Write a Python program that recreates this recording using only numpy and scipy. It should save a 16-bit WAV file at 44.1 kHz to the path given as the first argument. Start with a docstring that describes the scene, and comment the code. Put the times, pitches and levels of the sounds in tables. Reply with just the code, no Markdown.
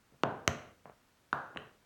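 """Tap shoes on a hard floor, close to a low microphone in a quiet furnished room.
Each foot sets down heel then toe, with blows of the sole besides: damped modes make the plate click,
lower modes make the floor knock and boom, and decaying noise bands with standing waves ring as the room.
The recorder turns quiet tails down and adds a steady hiss of shaped noise."""
import sys
import numpy as np
from scipy import signal
from scipy.fft import rfft, irfft
from scipy.io import wavfile

SR = 44100
rng = np.random.default_rng(int(sys.argv[2]) if len(sys.argv) > 2 else 0)


def ratio_of_db(decibels):
    """Turn decibels (scalar or array-like) into linear amplitude factors; 0 dB maps to 1."""
    return 10 ** (np.asarray(decibels, float) / 20)


def transcribe(signal):
    """Save signal, clipped to [-1, 1], as a 16-bit WAV file at the path in sys.argv[1]."""
    frames = np.atleast_2d(signal).T
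    limited = np.clip(frames, -1, 1)
    pcm = np.round(limited * 32767).astype(np.int16)
    wavfile.write(sys.argv[1], SR, pcm)


N = 81585

# damped modes of each plate pressed on the floor: pitch_hz, relative_level_db, rise_and_fall_s
NEAR_HEEL_MODES = [(884, 3, 0.00055), (1509, -5.5, 0.0011), (2685, -3.5, 0.00023), (3960, -24.5, 0.00047),
                   (6340, -22.5, 0.00028), (8050, -37, .0003), (11600, -45.5, .0004)]
NEAR_TOE_MODES = [(638, -7, 0.0016), (1300, 0.5, 0.00074), (2050, -1, 0.00069), (2880, -2.5, 0.00066),
                  (4060, -7.5, 0.00051), (5470, -31, 0.00068), (6120, -1, 0.00044), (7460, -10, 0.00024),
                  (11200, -28.5, .0003), (12300, -23, .00035), (13600, -23, .00035), (15000, -29.5, .0003),
                  (16200, -37, 0.00042)]
FAR_HEEL_MODES = [(864, -10, 0.0011), (1069, -6, 0.001), (1457, -4.5, 0.0014), (2710, -21, 0.00049),
                  (3720, -27.5, 0.00099), (4370, -28.5, 0.00047), (5780, -41, 0.00095),
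                  (6370, -40.5, 0.0016), (7200, -45, 0.00054), (8400, -52.5, 0.00052)]
FAR_TOE_MODES = [(1212, -10.5, 0.0014), (1754, -4, .0008), (2840, -2.5, 0.00075), (3940, -19.5, 0.0013),
                 (5800, -32, .0006), (6740, -28.5, 0.0008), (8430, -32, 0.0012)]
SOLE_MODES = [(585, 1, .0004), (980, 1.5, 0.00047), (1860, -9, .0005), (3040, -30.5, 0.0003)]
# knock and low boom of the floor under every blow: pitch_hz, relative_level_db, rise_and_fall_s
FLOOR_KNOCK_MODES = [(145, -1.5, 0.0023), (246.9, 4, 0.00095), (433, -5.5, 0.0018)]
FLOOR_BOOM_MODES = [(65.4, -5.5, .008), (112, 0, 0.0023)]
# blows: start_s, plate_gain_db, knock_gain_db, boom_gain_db, room_gain_db
NEAR_HEEL_BLOWS = [(.2343, -14, -23.5, -37, -5)]
NEAR_TOE_BLOWS = [(0.4772, -16, -24, -21, -7.5)]
FAR_HEEL_BLOWS = [(1.3286, -14, -33, -44, -2.5)]
FAR_TOE_BLOWS = [(1.5483, -55, -53, -75.5, 5.5), (1.5714, -27, -41, -47, -4.5)]
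SOLE_BLOWS = [(0.121, -61, -54.5, -73, 5), (0.8555, -38, -48, -60, -2.5), (.8964, -41, -62, -69, -6.5),
              (1.209, -63, -90.5, -72.5, 4), (1.5600, -32.5, -36, -47, -2.5)]
# paths from each part: mode_lag_cycles, shoe_echo_delay_s, shoe_echo_gain_db, room_tilt_db_per_octave
# (a negative lag starts modes part-way through; an echo delay outside 0 to 0.093 s gives no echo)
NEAR_HEEL_PATH = (1.04, .0012, -10, -1.65)
NEAR_TOE_PATH = (0.32, 0.4, -7.5, 0.5)
FAR_HEEL_PATH = (-0.45, 1, -15.5, 0.9)
FAR_TOE_PATH = (1.6, 1.5, -8, 1.06)
SOLE_PATH = (0.9, -1.2, -9.5, 2.55)
# time for the reflections to decay by 60 dB: pitch_hz, t60_s
ROOM_T60 = [(60, 1.17), (150, 0.43), (400, 0.83), (1000, 0.57), (2500, 0.595), (6000, .45), (12000, 0.3)]
# colour of the reflections: pitch_hz, relative_level_db
ROOM_COLOUR = [(60, -9), (140, -2), (300, -1), (550, 0.5), (800, 0.75), (1500, -1.03), (3000, -5.5),
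               (6000, -8), (12000, -7)]
# standing waves of the room: pitch_hz, relative_level_db, t60_s
ROOM_MODES = [(139, -48, 0.29), (234, -53.5, 0.37), (435.7, -52, 0.43), (537.3, -50, 0.32),
              (609.6, -52.5, 0.53), (675, -46, 0.31), (721, -50, .4), (1039, -48, 0.24)]
# spectral density of the hiss: pitch_hz, relative_density_db
HISS_COLOUR = [(15, -27), (25, -2), (226, -2), (304, -7), (669, -9.5), (1430, -9.5), (1600, -11.5),
               (4990, -19), (6040, -19), (15200, -28), (16500, -17.5)]


def blows(modes, path, rows):
    """Superposition: each blow rings the plate, then the floor, and both fill the room from that spot."""
    lag_cycles, echo_s, echo_db, tilt_db = path
    floor_lag = int(0.00069 * SR)   # the floor answers 0.69 ms late
    mic_high_pass = signal.butter(3, 79.5, "high", fs=SR, output="sos")
    out = np.zeros(N + 2 * SR)
    plate = struck_modes(modes, lag_cycles)
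    knock = np.roll(struck_modes(FLOOR_KNOCK_MODES), floor_lag, axis=1)
    boom = np.roll(struck_modes(FLOOR_BOOM_MODES), floor_lag, axis=1)
    echo = shoe_echo(plate.sum(axis=0), echo_s, echo_db)
    for start_s, plate_db, knock_db, boom_db, room_db in rows:
        hit = np.vstack([ratio_of_db(plate_db) * plate, ratio_of_db(knock_db) * knock, ratio_of_db(boom_db) * boom])
        reverberation = signal.fftconvolve(room_excitation(hit, tilt_db), room_response())
        heard = ratio_of_db(room_db) * reverberation[400:]   # takes up most of the pulse's 512-sample centring
        heard[:len(echo)] += hit.sum(axis=0) + ratio_of_db(plate_db) * echo
        first = int(start_s * SR)
        out[first:first + len(heard)] += signal.sosfilt(mic_high_pass, heard)
    return out[:N]


def struck_modes(modes, lag_cycles=0):
    """Modal synthesis: each row is a sine that swells to its peak at its time constant, then dies away
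    smoothly."""
    out = []
    for k, (hz, db, tau) in enumerate(modes):
        # a lag counted in cycles holds low modes back longest
        t = np.maximum(np.arange(4096) / SR - lag_cycles / hz, 0)
        swell = (t / tau * np.exp(1 - t / tau)) ** 2
        polarity = (-1) ** k   # neighbouring modes start in opposite directions
        out.append(ratio_of_db(db) * swell * np.sin(2 * np.pi * hz * t) * polarity)
    return np.array(out)


def shoe_echo(click, delay_s, gain_db):
    """Reflection: the click returns off the shoe delayed, inverted and dulled."""
    steps = np.arange(len(click))
    echo = -ratio_of_db(gain_db) * np.interp(steps - delay_s * SR, steps, click)
    return signal.sosfilt(signal.butter(2, 5200, fs=SR, output="sos"), echo)


def room_excitation(rows, tilt_db):
    """Power summation: modes radiate in different directions, so the room gets their summed power as a pulse."""
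    power = np.sum(np.abs(rfft(rows)) ** 2, axis=0)
    hz = np.arange(len(power)) * SR / rows.shape[1]
    octaves = np.log2(np.maximum(hz, 500) / 1000)   # the tilt is level below 500 Hz
    pulse = irfft(np.sqrt(power) * ratio_of_db(tilt_db * octaves))
    return np.roll(pulse, 512)[:1024] * np.hanning(1024)


def room_response():
    """Reverberant decay: third-octave noise bands die at their own rates, with standing waves on top."""
    first_echo_s, build_s = 0.0023, 0.0022
    t = np.arange(SR) / SR
    build_up = 1 - np.exp(-np.maximum(t - first_echo_s, 0) / build_s)
    edges = 40 * 2 ** (np.arange(27) / 3)
    white = rng.standard_normal((2, SR + 4000))
    out = 0
    for k, (low, high) in enumerate(zip(edges, edges[1:])):
        hz = np.sqrt(low * high)
        band_pass = signal.butter(2, [low, high], "band", fs=SR, output="sos")
        # neighbouring bands use independent noise; the filter's onset is skipped
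        band = signal.sosfilt(band_pass, white[k % 2])[4000:]
        decay = build_up * ratio_of_db(-60 * t / at_hz(ROOM_T60, hz))
        out = out + ratio_of_db(at_hz(ROOM_COLOUR, hz)) * band * decay / np.sqrt(np.sum(decay ** 2))
    for hz, db, t60 in ROOM_MODES:
        wave = np.sin(2 * np.pi * (hz * t + rng.random()))
        out = out + ratio_of_db(db - 60 * t / t60) * build_up * wave
    return out


def at_hz(points, hz):
    """Interpolation on a log-frequency axis, holding the end values."""
    table = np.array(points)
    return np.interp(np.log(hz), np.log(table[:, 0]), table[:, 1])


def hiss():
    """Spectral shaping: white noise is coloured into the steady noise of room air and electronics."""
    hz = np.maximum(np.arange(N // 2 + 1) * SR / N, 1)
    x = irfft(rfft(rng.standard_normal(N)) * ratio_of_db(at_hz(HISS_COLOUR, hz)), N)
    return ratio_of_db(-69) * x / x.std()   # rms in dB re full scale


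def scene():
    """Superposition of the heels, toes and soles of both shoes."""
    x = (blows(NEAR_HEEL_MODES, NEAR_HEEL_PATH, NEAR_HEEL_BLOWS)
         + blows(NEAR_TOE_MODES, NEAR_TOE_PATH, NEAR_TOE_BLOWS)
         + blows(FAR_HEEL_MODES, FAR_HEEL_PATH, FAR_HEEL_BLOWS)
         + blows(FAR_TOE_MODES, FAR_TOE_PATH, FAR_TOE_BLOWS)
         + blows(SOLE_MODES, SOLE_PATH, SOLE_BLOWS))
    return x[None]


def gate(x):
    """Downward expansion: the gain slides towards its shut value as the smoothed level passes the threshold."""
    threshold_db, width_db, shut_gain_db, smooth_s = -64.5, 2.5, -12.5, 0.0034
    r = np.exp(-1 / (smooth_s * SR))
    power = signal.filtfilt([1 - r], [1, -r], x ** 2)   # smoothed forwards and backwards
    level_db = 10 * np.log10(power + 1e-14)
    shut = 1 / (1 + np.exp(np.clip((level_db - threshold_db) / width_db, -30, 30)))
    return x * ratio_of_db(shut_gain_db * shut)


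def top_cut(x):
    """Nothing passes above the cut-off."""
    return signal.sosfilt(signal.butter(12, 16720, fs=SR, output="sos"), x)


def record(dry):
    """Signal chain: the gate acts before the hiss is added, so the hiss stays steady beneath."""
    mix = gate(dry) + hiss()
    return top_cut(mix)


dry = scene()
out = record(dry)
transcribe(out)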